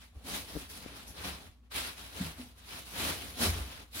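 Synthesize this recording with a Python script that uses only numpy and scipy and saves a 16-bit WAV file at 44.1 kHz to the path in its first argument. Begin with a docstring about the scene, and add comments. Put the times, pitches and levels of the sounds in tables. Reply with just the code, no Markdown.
"""A quiet room with a faint hum; a fabric trainer is turned right next to a hand-held camera's stereo mics.
From the start cloth slides in uneven strokes: a hiss of catching fibres over a dull rub and low rumble.
In the first second fingers tap the camera body by the left mic, and a finger zips across the mesh.
After a lull near 1.6 s the strokes return; a shift of the grip thuds at 2.2 s and fainter zips follow.
The strongest stroke comes at 3.4 s, with deep thuds from the grip, and a last one starts near 4 s."""
import sys
import numpy as np
from scipy import signal
from scipy.fft import rfft, irfft
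from scipy.io import wavfile
from scipy.ndimage import uniform_filter1d

SR = 44100
rng = np.random.default_rng(int(sys.argv[2]) if len(sys.argv) > 2 else 0)


def unload_audio(sound):
    """Save the sound as a 16-bit wav file, at the path given as the first command line argument."""
    columns = np.transpose(np.atleast_2d(sound))
    # keep every value between -1 and 1, then stretch to whole-number steps
    steps = np.round(np.clip(columns, -1, 1) * 32767)
    wavfile.write(sys.argv[1], SR, steps.astype(np.int16))


N = 176400
T = np.arange(N) / SR


def amp(db):
    """Decibels to gain."""
    return 10 ** (np.asarray(db) / 20)


def unit(x):
    """Scales to rms 1."""
    return x / np.sqrt(np.mean(x ** 2) + 1e-20)


def db_at(spectrum, hz):
    """Reads a spectrum on a log-frequency axis."""
    freq_hz, level_db = np.transpose(spectrum)
    return np.interp(np.log(hz + 1), np.log(freq_hz + 1), level_db)


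def colour(x, spectrum):
    """Gives x a spectrum, at rms 1."""
    gain = amp(db_at(spectrum, np.fft.rfftfreq(N, 1 / SR)))
    return unit(irfft(rfft(x) * gain, N))


def stereo_noise(correlation):
    """White noise at the left and right mics."""
    left, other = rng.standard_normal((2, N))
    return np.array([left, correlation * left + np.sqrt(1 - correlation ** 2) * other])


def wander(rate_hz):
    """Random drift of rms 1, mostly slower than rate_hz."""
    rolloff = 1 + (np.fft.rfftfreq(N, 1 / SR) / rate_hz) ** 4
    return unit(irfft(rfft(rng.standard_normal(N)) / rolloff, N))


def swell(peak_s, rise_s, hold_s, fade_s):
    """Climbs 20 dB in the rise_s before peak_s, rounds off, holds, then falls 20 dB per fade_s."""
    t = T - peak_s
    rising = (np.maximum(-t, 0) / rise_s) ** 1.5
    fading = np.maximum(t - hold_s, 0) / fade_s
    return amp(-20 * np.minimum(rising + fading, 10))


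# Room tone: freq_hz, density_db
ROOM_SPECTRUM = [(20, -20), (60, 0), (120, -11), (250, -10), (450, -24.5), (1100, -27.5), (3000, -38.5),
                 (5500, -38), (8000, -44.5), (16000, -48.5)]
# Hum, equal at both mics: pitch_hz, level_db
HUM_TONES = [(60, -60), (240, -75), (1122, -90)]
def room_tone():
    """Still air in a quiet room, and a faint electrical hum."""
    hum = sum(amp(db) * np.sin(2 * np.pi * (hz * T + rng.random())) for hz, db in HUM_TONES)
    air = amp(-68) * colour(stereo_noise(correlation=.7), ROOM_SPECTRUM)
    return air + np.sqrt(2) * hum


# Handling rumble in the camera body: freq_hz, density_db
RUMBLE_SPECTRUM = [(15, -45), (35, -23), (55, -2), (82, 0), (110, -9), (150, -17), (240, -19), (450, -32),
                   (1500, -55), (16000, -80)]
def hand_rumble(rub_db):
    """The moving hand shakes the camera, rising and falling with the rub but less steeply."""
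    usual_rub_db = -48
    level_db = -54.5 + .6 * (rub_db - usual_rub_db)
    return colour(stereo_noise(correlation=.75), RUMBLE_SPECTRUM) * amp(level_db)


# Thuds through the camera body, equal at both mics: peak_s, pitch_hz, level_db, rise_s, t60_s
GRIP_SHIFTS = [(.172, 70, -39, .03, .1), (.258, 262, -47, .02, .28), (.565, 56, -35.5, .015, .12),
               (1.105, 72, -45, .02, .1), (1.28, 68, -43, .03, .5), (1.265, 182, -44, .03, .35),
               (1.495, 64, -47, .02, .15), (2.212, 185, -27.5, .012, .1), (2.209, 265, -37, .008, .16),
               (2.225, 82, -41, .04, .4), (2.253, 160, -39, .012, .2), (2.397, 248, -40.5, .015, .28),
               (3.415, 235, -37, .03, .25), (3.476, 84, -27.5, .025, .52), (3.5, 60, -32, .025, .4),
               (3.62, 64, -36, .025, .27)]
def grip_thuds():
    """Each shift of the grip swells into a low, uneven ring."""
    out = np.zeros(N)
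    for peak_s, pitch_hz, level_db, rise_s, t60_s in GRIP_SHIFTS:
        ring = np.sin(2 * np.pi * pitch_hz * (T - peak_s))
        rattle = 1 + .25 * wander(rate_hz=60)
        out += amp(level_db) * swell(peak_s, rise_s, 0, t60_s / 3) * ring * rattle
    return out


# Taps right beside the left mic: start_s, level_db, t60_ratio, attack_s
FINGER_TAPS = [(.5525, -23, .9, .003), (.5655, -23.5, 1.1, .001), (.8615, -27, .35, .001)]
# Modes of the camera case: pitch_hz, level_db, t60_s
CASE_MODES = [(185, -6, .05), (290, -1, .05), (420, -3, .04), (540, -14, .03), (980, -17, .02)]
def finger_taps():
    """Soft fingertips knock the damped modes of the camera case."""
    out = np.zeros(N)
    for start_s, level_db, t60_ratio, attack_s in FINGER_TAPS:
        t = np.maximum(T - start_s, 0)
        attack = 1 - np.exp(-t / attack_s)
        for pitch_hz, mode_db, t60_s in CASE_MODES:
            decay = amp(-60 * np.minimum(t / (t60_s * t60_ratio), 10))
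            out += amp(level_db + mode_db) * attack * decay * np.sin(2 * np.pi * pitch_hz * t)
    return out * amp([[0], [-9]])  # weaker at the right mic


# Short zips close to the mics: peak_s, rise_s, hold_s, fade_s, level_db
MESH_SKIMS = [(.585, .015, .02, .06, -54), (.7, .008, .008, .04, -53), (1.078, .012, .018, .07, -50),
              (2.58, .008, .012, .04, -63), (2.665, .015, .015, .05, -61), (2.788, .015, .012, .05, -55)]
# Resonances of the shoe's mesh: freq_hz, density_db
MESH_SPECTRUM = [(1000, -40), (4500, -16), (5800, 0), (7500, -13), (9000, -9), (10400, 1), (12500, -9),
                 (16000, -13)]
def mesh_zips():
    """A finger skims the mesh and makes it hiss in two high resonances."""
    envelope = sum(amp(level_db) * swell(*timing) for *timing, level_db in MESH_SKIMS)
    return colour(stereo_noise(correlation=-.08), MESH_SPECTRUM) * envelope


# Dull rub of the padded shoe, close up: freq_hz, density_db
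RUB_SPECTRUM = [(30, -26), (120, -9), (178, 0), (245, 2.5), (345, -9), (420, -5.5), (600, -8.5),
                (720, -6.5), (850, -11), (1120, -12), (1500, -22), (4000, -38), (16000, -60)]
def padded_rub(rub_db):
    """Slipping fibres heard through the padding, dull and nearly alike at both mics."""
    sides_db = np.array([[1.3], [-1.3]])  # a little to the left
    return colour(stereo_noise(correlation=.85), RUB_SPECTRUM) * amp(rub_db - 5.6 + sides_db)


# Fibre hiss, close up: freq_hz, density_db
HISS_SPECTRUM = [(100, -25), (400, -7.5), (1000, -1.8), (1400, -1), (2000, -.7), (2800, .6), (4000, .2),
                 (5200, -4.3), (7000, -8.8), (8500, -8.3), (10200, -3.8), (12000, -8.8), (15500, -11)]
# Its balance between the mics: freq_hz, left_minus_right_db
HISS_PAN = [(60, -2.0), (92, -2.5), (140, 0.0), (210, 0.5), (330, 1.0), (500, 2.0), (770, 3.0), (1170, 2.5),
            (1790, 1.5), (2740, 0.5), (4190, -0.5), (6410, 4.0), (9810, -2.5), (15000, -1.0)]
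def fibre_hiss(stroke_db, tilt_db_per_octave, snags_per_s=1500, pivot_hz=4000):
    """Countless tiny slips and a few larger snags, in drifting patches of colour."""
    snag_onsets = rng.random(N) < snags_per_s / SR
    snags = snag_onsets * amp(2.5 * np.minimum(rng.exponential(1, N), 4))
    slips = stereo_noise(correlation=-.08) + amp(-9.5) * unit(snags * rng.standard_normal((2, N)))
    frames = dict(fs=SR, nperseg=512, noverlap=384)
    hz, frame_s, spectra = signal.stft(colour(slips, HISS_SPECTRUM), **frames)
    patches = rng.standard_normal(spectra.shape[1:])
    for axis in (0, 1):  # smooth over frequency, then time
        patches = uniform_filter1d(patches, size=12, axis=axis)
    octaves = np.log2(np.maximum(hz, 500) / pivot_hz)[:, None]
    tilt_db = octaves * np.interp(frame_s, T, tilt_db_per_octave)
    sides_db = np.array([.5, -.5])[:, None, None] * db_at(HISS_PAN, hz)[:, None]
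    _, hiss = signal.istft(spectra * amp(tilt_db + 1.3 * unit(patches) + sides_db), **frames)
    flutter_db = .8 * wander(rate_hz=70)
    return hiss[:, :N] * amp(stroke_db + 3 + flutter_db)


# Strokes of cloth right at the mics:
# peak_s, rise_s, hold_s, fade_s, level_db, tilt_db_per_octave, rub_offset_db
CLOTH_STROKES = [(0.015, 0.03, 0.024, 0.101, -57.9, -1.1, -7.9),
                 (0.161, 0.048, 0.098, 0.103, -67.8, 0.2, 11.3),
                 (0.29, 0.056, 0.062, 0.187, -44.0, 0.4, 2.7),
                 (0.352, 0.054, 0.015, 0.091, -40.8, 1.5, -4.8),
                 (0.499, 0.06, 0.125, 0.119, -50.4, 0.4, 3.0),
                 (0.701, 0.021, 0.075, 0.221, -51.5, 1.8, -0.5),
                 (0.868, 0.257, 0.057, 0.319, -54.8, -2.7, 3.8),
                 (0.972, 0.048, 0.025, 0.127, -51.8, -0.1, -2.3),
                 (1.09, 0.092, 0.027, 0.103, -58.5, -0.0, 5.5),
                 (1.192, 0.071, 0.036, 0.151, -48.5, -1.1, 0.8),
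                 (1.251, 0.027, 0.03, 0.15, -42.2, -0.7, 2.0),
                 (1.414, 0.127, 0.045, 0.104, -58.6, -0.9, 4.1),
                 (1.636, 0.018, 0.029, 0.075, -78.2, -1.9, -1.3),
                 (1.72, 0.015, 0.024, 0.101, -48.0, -0.3, -8.8),
                 (1.764, 0.037, 0.022, 0.124, -36.2, -0.2, -5.9),
                 (1.851, 0.046, 0.029, 0.129, -44.3, -0.9, -5.7),
                 (1.986, 0.029, 0.049, 0.314, -50.5, -0.3, -3.0),
                 (2.189, 0.095, 0.076, 0.139, -45.3, -0.3, 1.8),
                 (2.392, 0.039, 0.014, 0.183, -53.4, 0.6, 4.5),
                 (2.588, 0.047, 0.072, 0.206, -61.7, -0.5, -2.3),
                 (2.721, 0.078, 0.073, 0.14, -47.8, -0.2, -2.8),
                 (2.867, 0.033, 0.068, 0.207, -51.8, 0.6, -2.9),
                 (3.008, 0.087, 0.087, 0.166, -37.1, 0.2, 1.8),
                 (3.239, 0.134, 0.024, 0.396, -48.1, 0.5, 1.4),
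                 (3.425, 0.055, 0.035, 0.109, -31.7, 0.5, 2.5),
                 (3.556, 0.068, 0.024, 0.249, -45.1, -0.5, 2.1),
                 (3.696, 0.034, 0.126, 0.057, -54.3, -1.4, 0.3),
                 (3.966, 0.045, 0.05, 0.15, -42.2, 2.0, -3.8)]
def cloth_strokes():
    """Overlapping slides add in power, giving the stroke level, treble tilt and rub level over time."""
    power = np.array([(amp(db) * swell(*timing)) ** 2 for *timing, db, _, _ in CLOTH_STROKES]) + 1e-14
    tilts, rub_offsets_db = np.transpose(CLOTH_STROKES)[-2:]
    total_power = power.sum(0)
    rub_power = amp(rub_offsets_db) ** 2 @ power
    return 10 * np.log10(total_power), tilts @ power / total_power, 10 * np.log10(rub_power)


def close_echoes(x, decay_s=.012, echo_db=-10):
    """Quick echoes off the shoe, hands and table give each mic its own fine colour."""
    t = T[:SR // 16]
    response = rng.standard_normal((2, len(t))) * np.exp(-t / decay_s) * (t > .001)
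    response /= np.linalg.norm(response, axis=1, keepdims=True)
    echoes = signal.fftconvolve(x, response, axes=1)[:, :N]
    return (x + amp(echo_db) * echoes) / np.hypot(1, amp(echo_db))


def scene():
    """The shoe close up, handling noise in the camera body, and the room behind."""
    stroke_db, tilt_db_per_octave, rub_db = cloth_strokes()
    shoe = fibre_hiss(stroke_db, tilt_db_per_octave) + padded_rub(rub_db) + mesh_zips()
    return close_echoes(shoe) + hand_rumble(rub_db) + grip_thuds() + finger_taps() + room_tone()


def record(dry):
    """The camera cuts off the highest treble."""
    cutoff_hz = 15850
    lowpass = signal.firwin(801, cutoff_hz, window=("kaiser", 9), fs=SR)
    return signal.oaconvolve(dry, lowpass[None], "same")


dry = scene()
out = record(dry)
unload_audio(out)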